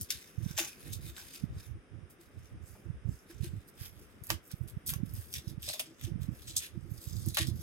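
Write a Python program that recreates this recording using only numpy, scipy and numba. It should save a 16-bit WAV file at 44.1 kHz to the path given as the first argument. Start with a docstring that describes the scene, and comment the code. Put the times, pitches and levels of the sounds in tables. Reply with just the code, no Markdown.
"""Foil gift wrap rustles and snaps as it is snipped, picked at and peeled off a hollow cardboard box.
Each crease that buckles radiates a click; thousands merge into the rustle, and blows excite the damped
modes of the box in soft knocks. The box lies on a bed in a small room, a metre from a phone. A fan hums,
and the turbulence of its draught buffets the two microphone ports (0 left, 1 right)."""
import sys
import numpy as np
from scipy import signal
from scipy.fft import rfft, irfft, next_fast_len
from scipy.io import wavfile
from scipy.ndimage import uniform_filter1d
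from numba import njit

SR = 44100
rng = np.random.default_rng(int(sys.argv[2]) if len(sys.argv) > 2 else 0)


def master(y):
    """Save y as 16-bit WAV."""
    cut = np.clip(np.atleast_2d(y).T, -1, 1)
    pcm = np.round(cut * 32767)  # scale
    wavfile.write(sys.argv[1], SR, pcm.astype(np.int16))


N = 336218


def undb(db):
    """Amplitude ratio of a level in decibels."""
    return 10 ** (np.asarray(db) / 20)


def unit(x):
    """Normalisation to an rms of 1."""
    return x / np.sqrt(np.mean(x ** 2))


def curves(table):
    """Linear interpolation of a time table's columns, one value a sample."""
    times, *columns = np.transpose(table)
    return [np.interp(np.arange(N) / SR, times, column) for column in columns]


def over_pitch(table, hz):
    """Interpolation of a (frequency_hz, value) table on a logarithmic frequency axis."""
    knots_hz, values = np.transpose(table)
    return np.interp(np.log(np.maximum(hz, 1)), np.log(knots_hz), values)


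def add(out, sound, start_s):
    """Superposition of a short sound on a longer one."""
    i = max(int(start_s * SR), 0)
    n = min(len(sound), N - i)
    out[i:i + n] += sound[:n]


def walk(rate_hz):
    """Random modulation: held Gaussian values, smoothed twice."""
    hold = int(SR / rate_hz)
    steps = np.repeat(rng.standard_normal(N // hold + 1), hold)
    return 0.77 * uniform_filter1d(uniform_filter1d(steps, hold), hold)[:N]


@njit
def svf(x, hz, damping):
    """Second-order resonator with a moving centre and damping 1/Q: low, band and high outputs."""
    y, band_state, low_state = np.empty((3, len(x))), 0., 0.
    for i in range(len(x)):
        g = np.tan(np.pi * hz[i] / SR)
        band = (band_state + g * (x[i] - low_state)) / (1 + g * (g + damping))
        low = low_state + g * band
        band_state, low_state = 2 * band - band_state, 2 * low - low_state
        y[0, i], y[1, i], y[2, i] = low, damping * band, x[i] - damping * band - low
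    return y


def tail(start_s, decay):
    """Diffuse impulse responses: decaying noise of unit energy, uncorrelated between the ports."""
    t = np.arange(12000) / SR
    noise = rng.standard_normal((2, len(t))) * (t > start_s) * decay(t)
    return noise / np.sqrt(np.sum(noise ** 2, axis=1, keepdims=True))


def spread(x, tails):
    """Convolution of one sound with an impulse response for each port."""
    return signal.fftconvolve(x[None], tails, axes=1)[:, :N]


def fan_hum(level_db=-59.5):
    """Partially coherent noise of fan and house: both ports share the low middle, which wavers."""
    # noise spectrum: frequency_hz, relative_density_db
    spectrum = [(35, 4), (60, 4.5), (380, 2), (924, -12.5), (1250, -7), (2190, -10.5), (3760, -19),
                (4220, -28), (5090, -18), (7400, -30), (9300, -20), (16000, -70)]
    # likeness of the two ports: frequency_hz, coherence (0 to 1)
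    likeness = [(60, 0), (290, 1), (640, 0.24), (1400, 0.24), (3000, 0), (16000, 0.6)]
    size = next_fast_len(N)
    hz = np.fft.rfftfreq(size, 1 / SR)
    coherence = np.clip(over_pitch(likeness, hz), 0, 1)
    mid, side = (rfft(rng.standard_normal(size)) * undb(over_pitch(spectrum, hz)) for _ in range(2))
    pair = np.sqrt(1 + coherence) * mid + np.sqrt(1 - coherence) * side * np.array([[1], [-1]])
    low = irfft(pair / (1 + (hz / 600) ** 4), size)[:, :N]
    hum = irfft(pair, size)[:, :N] + (undb(2.5 * walk(20)) - 1) * low
    return unit(hum) * undb(level_db + 1.1 * walk(5.5))


def gust_levels(rise_db_per_s=550, fall_db_per_s=555, calm_db=-82):
    """Envelope in dB at each port: gusts grow exponentially, hold and decay to calm."""
    # gusts of the draught: start_s, length_s, level_db, port
    gusts = [(0, 0.008, -40, 1), (0, 0.024, -43.5, 0), (0.143, 0.039, -51, 0), (0.403, 0.031, -37.5, 1),
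             (0.448, .11, -45, 1), (.54, 0.084, -55, 0), (0.857, 0.23, -43, 1), (0.907, .38, -55, 0),
             (1.421, 0.19, -42.5, 1), (1.495, 0.11, -51, 0), (1.685, 0.093, -43, 1), (1.753, .03, -54, 0),
             (1.93, .11, -41.5, 1), (2.239, .03, -50, 1), (2.36, 0.092, -46.5, 1), (2.358, 0.078, -54, 0),
             (2.529, 0.044, -48, 0), (2.526, 0.04, -41.5, 1), (2.607, 0.036, -49.5, 1),
             (2.674, 0.066, -54, 1), (2.866, 0.081, -44, 1), (2.905, .08, -53, 0), (3.053, 0.076, -37, 1),
             (3.11, 0.043, -50, 0), (3.35, 0.23, -43, 1), (3.43, 0.12, -53, 0), (3.78, 0.2, -52, 1),
             (4.006, 0.42, -59.5, 0), (4.165, 0.072, -54, 1), (4.312, 0.036, -37, 1),
             (4.616, 0.042, -41, 1), (4.713, 0.045, -46, 0), (4.891, 0.3, -39, 1), (5.104, 0.28, -50.5, 0),
             (5.353, 0.035, -39.5, 1), (5.5, 0.036, -37.5, 1), (5.58, 0.14, -51.5, 1), (5.6, 0.12, -55, 0),
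             (6.033, 0.3, -38.5, 1), (6.143, .03, -56, 0), (6.378, .03, -54.5, 0), (6.456, 0.14, -44, 1),
             (6.737, 0.23, -41, 1), (7.102, 0.24, -39, 1), (7.173, 0.57, -51, 0), (7.4, 0.17, -37.5, 1)]
    t = np.arange(0, N + 64, 64) / SR
    start, length, held_db, port = np.transpose(gusts)[:, :, None]
    db = held_db - rise_db_per_s * np.maximum(start - t, 0)
    db -= fall_db_per_s * np.maximum(t - start - length, 0)
    right = port[:, 0] > .5
    levels = [np.maximum(db[side].max(0), calm_db) for side in (~right, right)]
    return curves(np.transpose([t, *levels]))


def draught(eddy_cycles=0.52, flutter_db=4.0):
    """Turbulent pressure rumbles on each port alone, higher in stronger gusts; lone eddies thump."""
    # eddies striking a port: centre_s, envelope_peak_db, pitch_hz, port
    eddies = [(0.385, -21, 106, 1), (0.439, -32, 132, 1), (0.464, -19.5, 142, 1), (0.51, -28, 132, 1),
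              (1.44, -17, 162, 1), (1.506, -29, 91, 0), (1.526, -34, 111, 0), (1.551, -34, 97, 0),
              (1.57, -29.5, 89.5, 0), (1.717, -26.5, 84, 1), (1.752, -33, 96, 0), (2.904, -23, 109, 1),
              (2.968, -37, 70.5, 0), (3.057, -24.5, 108, 1), (3.092, -19.5, 124, 1), (3.41, -20, 88.5, 1),
              (3.433, -22, 129, 1), (3.473, -29.5, 105, 0), (3.538, -25.5, 124, 1), (3.563, -36, 85, 0),
              (3.583, -36, 99, 0), (3.816, -28.5, 100, 1), (4.221, -34, 113, 0), (4.54, -24.5, 124, 1),
              (4.614, -21, 96.3, 1), (4.772, -23, 121, 1), (4.922, -26.5, 116, 1), (4.964, -23, 112, 1),
              (4.988, -27, 109, 1), (5.007, -28.5, 124, 1), (5.035, -16.5, 169, 1), (5.139, -27, 98, 1),
              (5.148, -29, 94, 0), (5.477, -23, 115, 1), (5.58, -25.5, 137, 1), (6.046, -25.5, 99, 1),
              (6.121, -23.5, 114, 1), (6.159, -22.5, 151, 1), (6.204, -31, 112, 1), (6.22, -22.5, 103, 1),
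              (6.243, -26, 107, 1), (6.29, -18.5, 159, 1), (6.777, -23, 144, 1), (6.919, -24, 107, 1),
              (7.076, -25, 98, 1), (7.114, -30, 101, 1), (7.16, -28.5, 97.5, 1), (7.181, -33, 119, 1),
              (7.277, -19.5, 153, 1), (7.323, -32, 108, 1), (7.42, -24.5, 112, 1), (7.487, -20, 157, 1),
              (7.517, -22, 100, 1), (7.523, -39, 81, 0), (7.595, -30.5, 132, 1), (7.607, -36.5, 72.6, 0)]
    out = np.zeros((2, N))
    for port, db in enumerate(gust_levels()):
        hz = np.clip(85 * undb(0.16 * (db + 50)), 30, 300)
        band = svf(rng.standard_normal(N), hz, 0.43)[1]
        rumble = svf(band, 1.674 * hz, 2.05)[0]
        out[port] = unit(rumble) * undb(db + flutter_db * walk(30))
    t = np.arange(-1500, 1500) / SR
    for (centre_s, db, hz, port), phase in zip(eddies, rng.random(len(eddies))):
        thump = np.exp(-(t * hz / eddy_cycles) ** 2) * np.cos(2 * np.pi * (hz * t + phase))
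        add(out[int(port)], undb(db) * thump, centre_s + t[0])
    return out


def room(x):
    """Reverberation: diffuse reflections decay exponentially in each octave, the treble fastest."""
    # reverberation time: frequency_hz, t60_s
    decay_times = [(300, .2), (2000, .2), (9000, .15), (16000, .11)]
    tails = 0
    for hz in 350 * 2. ** np.arange(6):
        t60 = over_pitch(decay_times, hz)
        octave = signal.butter(2, [hz / np.sqrt(2), hz * np.sqrt(2)], "band", fs=SR, output="sos")
        tails += signal.sosfilt(octave, tail(0.00405, lambda t: np.exp(-np.log(1000) * t / t60)))
    return spread(x, tails)


def wall(x, delay_s=.0048):
    """Specular reflection off a near wall, reaching the right port 9 samples after the left."""
    return np.array([np.roll(x, int(delay_s * SR) + skew) for skew in (0, 9)])


def direct(x):
    """Time and level differences between the ports place the direct sound where the hands work."""
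    # bearing of the hands: time_s, left_lag_samples, left_minus_right_db
    bearing = [(0, -1.5, 5.5), (3.6, -1, -1), (4.1, 6.5, -6.5), (5.3, 7, 1), (7.62, 6.5, -0.5)]
    lag, pan_db = curves(bearing)
    left = np.interp(np.arange(N) - lag, np.arange(N), x)
    return np.array([left, x]) * undb([pan_db / 2, -pan_db / 2])


def box_knocks(push_s=.011, thud_db=-5.0, thud_s=.01):
    """Modal response of the box: a blow rings the modes near its pitch over a dull thud."""
    # blows on the box: start_s, peak_db, pitch_hz
    knocks = [(0.582, -31.5, 790), (0.595, -40, 320), (0.588, -37, 660), (0.61, -41, 840),
              (0.635, -42.5, 840), (0.66, -48, 850), (2.75, -51, 700), (2.847, -53, 330), (3.292, -47, 335),
              (3.436, -42, 336), (4.3005, -26, 940), (4.308, -39.5, 333), (4.895, -42, 1760),
              (4.932, -41, 1180), (5.678, -43.5, 600), (5.692, -39, 574), (5.739, -41.5, 596),
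              (5.757, -50, 650), (5.797, -39, 574), (5.9, -51, 330), (6.07, -41.5, 324), (6.277, -46, 330),
              (6.487, -48.5, 332), (6.745, -45, 330), (7.257, -40, 330), (7.371, -26, 1140),
              (7.38, -34, 610), (7.395, -36, 336), (7.429, -46.5, 330), (7.476, -43, 327)]
    # modes of the hollow box: frequency_hz, level_db, t60_s
    modes = [(255, -4, .09), (328, 0, .1), (615, 0, .07), (680, -4, .05), (845, -1, .06), (1150, -2, .09),
             (1350, -3, .08), (1760, -4, .07), (2250, -4, .06)]
    out, t = np.zeros(N), np.arange(9000) / SR
    hz, mode_db, t60 = np.transpose(modes)[:, :, None]
    soft_bumps = [(start_s, -53, 330) for start_s in rng.random(22) * N / SR]
    blows = knocks + soft_bumps
    scatter = rng.standard_normal((len(blows), 2, len(modes), 1))
    noises = rng.standard_normal((len(blows), len(t)))
    for (start_s, db, blow_hz), (scatter_db, detune), noise in zip(blows, scatter, noises):
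        width_octaves = .3 * blow_hz / 600 + .1  # harder, higher blows excite more modes
        share = undb(mode_db + scatter_db) * np.exp(-(np.log2(hz / blow_hz) / width_octaves) ** 2)
        ring = share * np.exp(-np.log(1000) * t / t60) * np.sin(2 * np.pi * hz * (1 + .025 * detune) * t)
        thud = svf(noise * np.exp(-t / thud_s), np.full(len(t), 1.2 * blow_hz), 1.)[1] * blow_hz / 200
        rise_s = push_s * (hz[1] / blow_hz) ** 2  # low blows are soft pushes that swell slowly
        knock = (ring.sum(0) + undb(thud_db) * thud) * (1 - np.exp(-(t / rise_s) ** 2))
        add(out, knock * undb(db) / np.abs(knock).max(), start_s)
    return out


def foil_snaps(damping=.8):
    """Impulsive excitation: each snap is a noise burst that rings briefly in the sheet."""
    # snaps of foil, tape and blades: start_s, peak_db, pitch_hz, burst_s
    snaps = [(0.011, -23, 12600, 0.0021), (0.104, -15.5, 5600, 0.0023), (0.5778, -19, 4890, 0.0009),
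             (0.5868, -27, 2520, 0.0014), (0.5925, -15.5, 3530, 0.0012), (0.9263, -41, 5700, 0.0014),
             (1.1653, -32, 5200, 0.00075), (1.3472, -32, 2910, 0.00028), (2.101, -48, 12100, 0.00098),
             (3.6865, -46, 12500, 0.0012), (3.994, -42.5, 11800, 0.00088), (4.2364, -37, 11900, 0.0033),
             (4.269, -34, 11100, 0.0011), (4.293, -32, 11500, 0.00072), (4.303, -11.5, 5700, 0.0003),
             (4.3027, -18.5, 2380, 0.002), (4.4772, -45, 12000, 0.0013), (4.5149, -33.5, 6650, 0.0015),
             (4.677, -52, 8050, 0.00058), (4.6982, -35.5, 8900, 0.00067), (4.864, -27, 11900, 0.00034),
             (4.8775, -21, 12500, 0.00024), (4.88, -19, 11000, 0.0003), (4.8855, -30, 11000, 0.0003),
             (4.892, -15, 10100, 0.0004), (4.896, -26, 10100, 0.0003), (4.9025, -19, 12000, 0.0003),
             (4.9376, -19, 5300, 0.00042), (5.1375, -35, 12300, 0.0011), (5.3282, -29.5, 5400, 0.0011),
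             (5.339, -21.5, 5560, 0.0017), (5.623, -35, 11800, 0.00091), (5.6889, -20, 4770, 0.00037),
             (5.735, -26, 4430, 0.0021), (5.7952, -20, 3250, 0.00099), (6.0126, -35, 2680, 0.0011),
             (6.48, -36, 3440, 0.0011), (6.5642, -20, 6700, 0.0019), (7.261, -26.5, 11400, 0.0012),
             (7.285, -26.5, 10200, 0.002), (7.3452, -22.5, 11800, 0.0014), (7.3704, -14, 2970, 0.001),
             (7.4708, -25, 5560, 0.0012)]
    out, t = np.zeros(N), np.arange(1500) / SR
    for (start_s, db, hz, burst_s), noise in zip(snaps, rng.standard_normal((len(snaps), len(t)))):
        burst = noise * (t / burst_s) * np.exp(-t / burst_s * 2)
        ring_hz = np.full(len(t), float(hz))
        ring = svf(burst, ring_hz, damping)[1]
        snap = svf(ring + .4 * burst, .42 * ring_hz, 1.4)[2]
        add(out, snap * undb(db) / np.abs(snap).max(), start_s)
    return out


def crumpling(span_db=24.5, roundness=1.285, rest_db=-88):
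    """Incoherent crumples add in power: their total level and power-weighted reach and tilt."""
    # crumples of the foil: peak_s, level_db, rise_s, fall_s, reach_octaves (below 8 kHz), tilt_db
    crumples = [(0.022, -46, .06, 0.054, 0.54, -8), (0.107, -40.5, 0.019, 0.091, 2.1, -5),
                (0.287, -56, 0.9, 0.1, 2.7, -1.5), (0.471, -54, 0.15, 0.39, 3.7, -1.5),
                (0.585, -32.5, 0.021, 0.14, 2.3, -3), (0.88, -54, 0.21, 0.18, 2.8, -1),
                (0.933, -41, 0.023, 0.058, 1.08, -2.5), (1.08, -47, 0.1, 0.053, 2.75, 0),
                (1.18, -43, 0.033, 0.071, 3.5, -2), (1.27, -55, 0.24, .1, 3.7, -1.5),
                (1.348, -50, 0.16, 0.13, 2, -3), (1.599, -58, 0.1, 0.071, 3.4, -3.5),
                (1.664, -57, 0.11, 0.063, 2.7, 0), (2.107, -60.5, 0.014, 0.049, 2.3, 6.5),
                (2.212, -63, 0.031, 0.13, 2.2, 1), (2.467, -66, 0.31, 0.092, 2.6, -3),
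                (2.681, -56.5, 0.068, 0.22, 0.59, -3.5), (3.11, -58.5, .05, 0.21, 0.67, -5),
                (3.305, -56, 0.043, 0.089, 3, -2.5), (3.456, -49, 0.092, 0.062, 2.33, -3),
                (3.53, -67.5, .1, 0.42, 2.2, -2.5), (3.689, -70.5, 0.045, 0.04, 3.2, 23),
                (3.831, -47.5, 0.084, 0.096, 3.1, 0), (3.99, -63.5, 0.18, 0.32, 1.8, -0.5),
                (4.243, -58.5, 0.015, .1, 6.1, 10), (4.29, -64.5, 0.14, .05, 2.9, -5),
                (4.306, -35, 0.017, 0.043, 5.9, -2), (4.45, -65.5, 0.035, 0.36, 0.75, 7.5),
                (4.518, -51.5, 0.025, 0.032, 3.2, -6.5), (4.681, -53.5, 0.013, 0.052, 2.3, 2.5),
                (4.87, -36, 0.01, .06, 1.1, 3.5), (4.897, -35, 0.03, 0.056, 2.73, 1),
                (5.066, -63, 0.03, 0.13, 2, 1.5), (5.171, -51, 0.094, 0.23, 4.8, 3),
                (5.334, -49, 0.041, 0.033, 0.48, 6), (5.358, -39, 0.039, 0.055, 2, -4.5),
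                (5.502, -50.5, 0.088, 0.046, 1.6, -3), (5.631, -45, 0.026, 0.29, 1.65, -3.5),
                (5.69, -42, 0.03, 0.06, 1.6, -13), (5.744, -42.5, 0.12, 0.043, 1.8, -4),
                (5.798, -30.5, 0.0065, 0.027, 1.85, -4), (5.86, -63.5, 0.041, 0.13, 2, -13.5),
                (6.037, -48, 0.067, 0.084, 2, -4.5), (6.228, -51.5, 0.03, 0.05, 2.5, 1),
                (6.36, -59.5, 0.077, 0.45, 3, 1.5), (6.44, -56.5, .15, 0.21, 1.3, -2.5),
                (6.484, -47, 0.02, 0.087, 1.35, -9), (6.566, -32, 0.0047, 0.048, 0.76, -10.5),
                (6.635, -44.5, 0.12, 0.082, 2.2, -5), (6.92, -58, 0.044, 0.33, 0.51, -2),
                (7.04, -56, 0.14, 0.34, 2.6, 9), (7.2, -51.5, 0.44, 0.18, 0.86, -5),
                (7.291, -47, 0.097, 0.087, 0.88, -7.5), (7.35, -46, 0.015, 0.13, 1.82, -11.5),
                (7.377, -35, 0.0087, 0.09, 2.3, -10.5), (7.485, -45.5, 0.075, 0.036, 1.2, -4),
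                (7.62, -50, .12, .1, 1.2, -1)]
    t = np.arange(0, N + 32, 32) / SR
    peak_s, db, rise_s, fall_s, reach, tilt_db = np.transpose(crumples)[:, :, None]
    from_peak = np.where(t < peak_s, (peak_s - t) / rise_s, (t - peak_s) / fall_s)
    power = undb(2 * np.maximum(db - span_db * from_peak ** roundness, -200))
    total = power.sum(0)
    level_db = 10 * np.log10(total + undb(2 * rest_db))
    colour = [(power * column).sum(0) / total for column in (reach, tilt_db)]
    return curves(np.transpose([t, level_db, *colour]))


def foil_rustle(patch_clicks_per_s=1100, spread_db=3.6, ring_db=-2.0, sheet_s=.004, sheet_db=3.5):
    """Buckling: tiny creases click, patches of foil ring at drifting pitches, wider folds reach lower."""
    level_db, reach_octaves, tilt_db = crumpling()
    creases = 0
    for patch_hz in (1650, 3300, 5050, 9000):
        strength = undb(spread_db * np.minimum(rng.exponential(size=N), 3.8))
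        clicks = (rng.random(N) < patch_clicks_per_s / SR) * rng.standard_normal(N) * strength
        ring_hz = np.clip(patch_hz * 2 ** (.3 * walk(15)), 500, 16000)
        ring = svf(clicks, ring_hz, .15)[1]
        patch = unit(clicks) + undb(ring_db) * unit(ring) * np.sqrt(patch_hz / 8000)
        # each patch of the wide sheet scatters to the ports along its own paths
        scattered = spread(patch, tail(0., lambda t: np.exp(-t / sheet_s)))
        creases += direct(patch) + undb(sheet_db) * scattered
    cutoff_hz = np.clip(8000 * 2 ** -reach_octaves, 400, 9000)
    out = np.empty((2, N))
    for port, crackle in enumerate(unit(creases)):
        for _ in range(2):  # fourth-order high-pass
            crackle = svf(crackle, cutoff_hz, 1.24)[2]
        low, band, high = svf(crackle, np.full(N, 7000.), 1.44)
        out[port] = low * undb(-tilt_db) + 1.22 * band + high * undb(tilt_db)
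    return out * undb(level_db + 2.2 * walk(90))


def scene(wall_db=-8, room_db=-7):
    """Superposition at the ports: foil and box, their reflections, the draught and the hum."""
    snaps, knocks, rustle = foil_snaps(), box_knocks(), foil_rustle()
    into_room = snaps + undb(-4) * knocks + undb(-3) * rustle[0]
    echoes = undb(wall_db) * wall(snaps) + undb(room_db) * room(into_room)
    return rustle + direct(snaps + knocks) + echoes + draught() + fan_hum()


def record(dry, bottom_hz=40, top_hz=15900):
    """Linear filtering: the treble is coloured, and the deepest bass and the top are cut."""
    # treble colour, a narrow dip near 4.3 kHz, softer around 7.5 kHz, brighter near 12 kHz:
    # centre_hz, width_hz, gain_db
    treble_colour = [(4350, 720, -4.5), (5600, 1400, -0.5), (7480, 2200, -3.5), (12370, 2660, 4.5)]
    size = next_fast_len(N)
    hz = np.fft.rfftfreq(size, 1 / SR)
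    colour_db = sum(db / (1 + (2 * (hz - centre) / width) ** 2) for centre, width, db in treble_colour)
    coloured = irfft(rfft(dry, size) * undb(colour_db), size)[:, :N]
    trimmed = signal.sosfilt(signal.butter(2, bottom_hz, "high", fs=SR, output="sos"), coloured)
    return signal.sosfilt(signal.ellip(8, .2, 70, top_hz, fs=SR, output="sos"), trimmed)


dry = scene()
out = record(dry)
master(out)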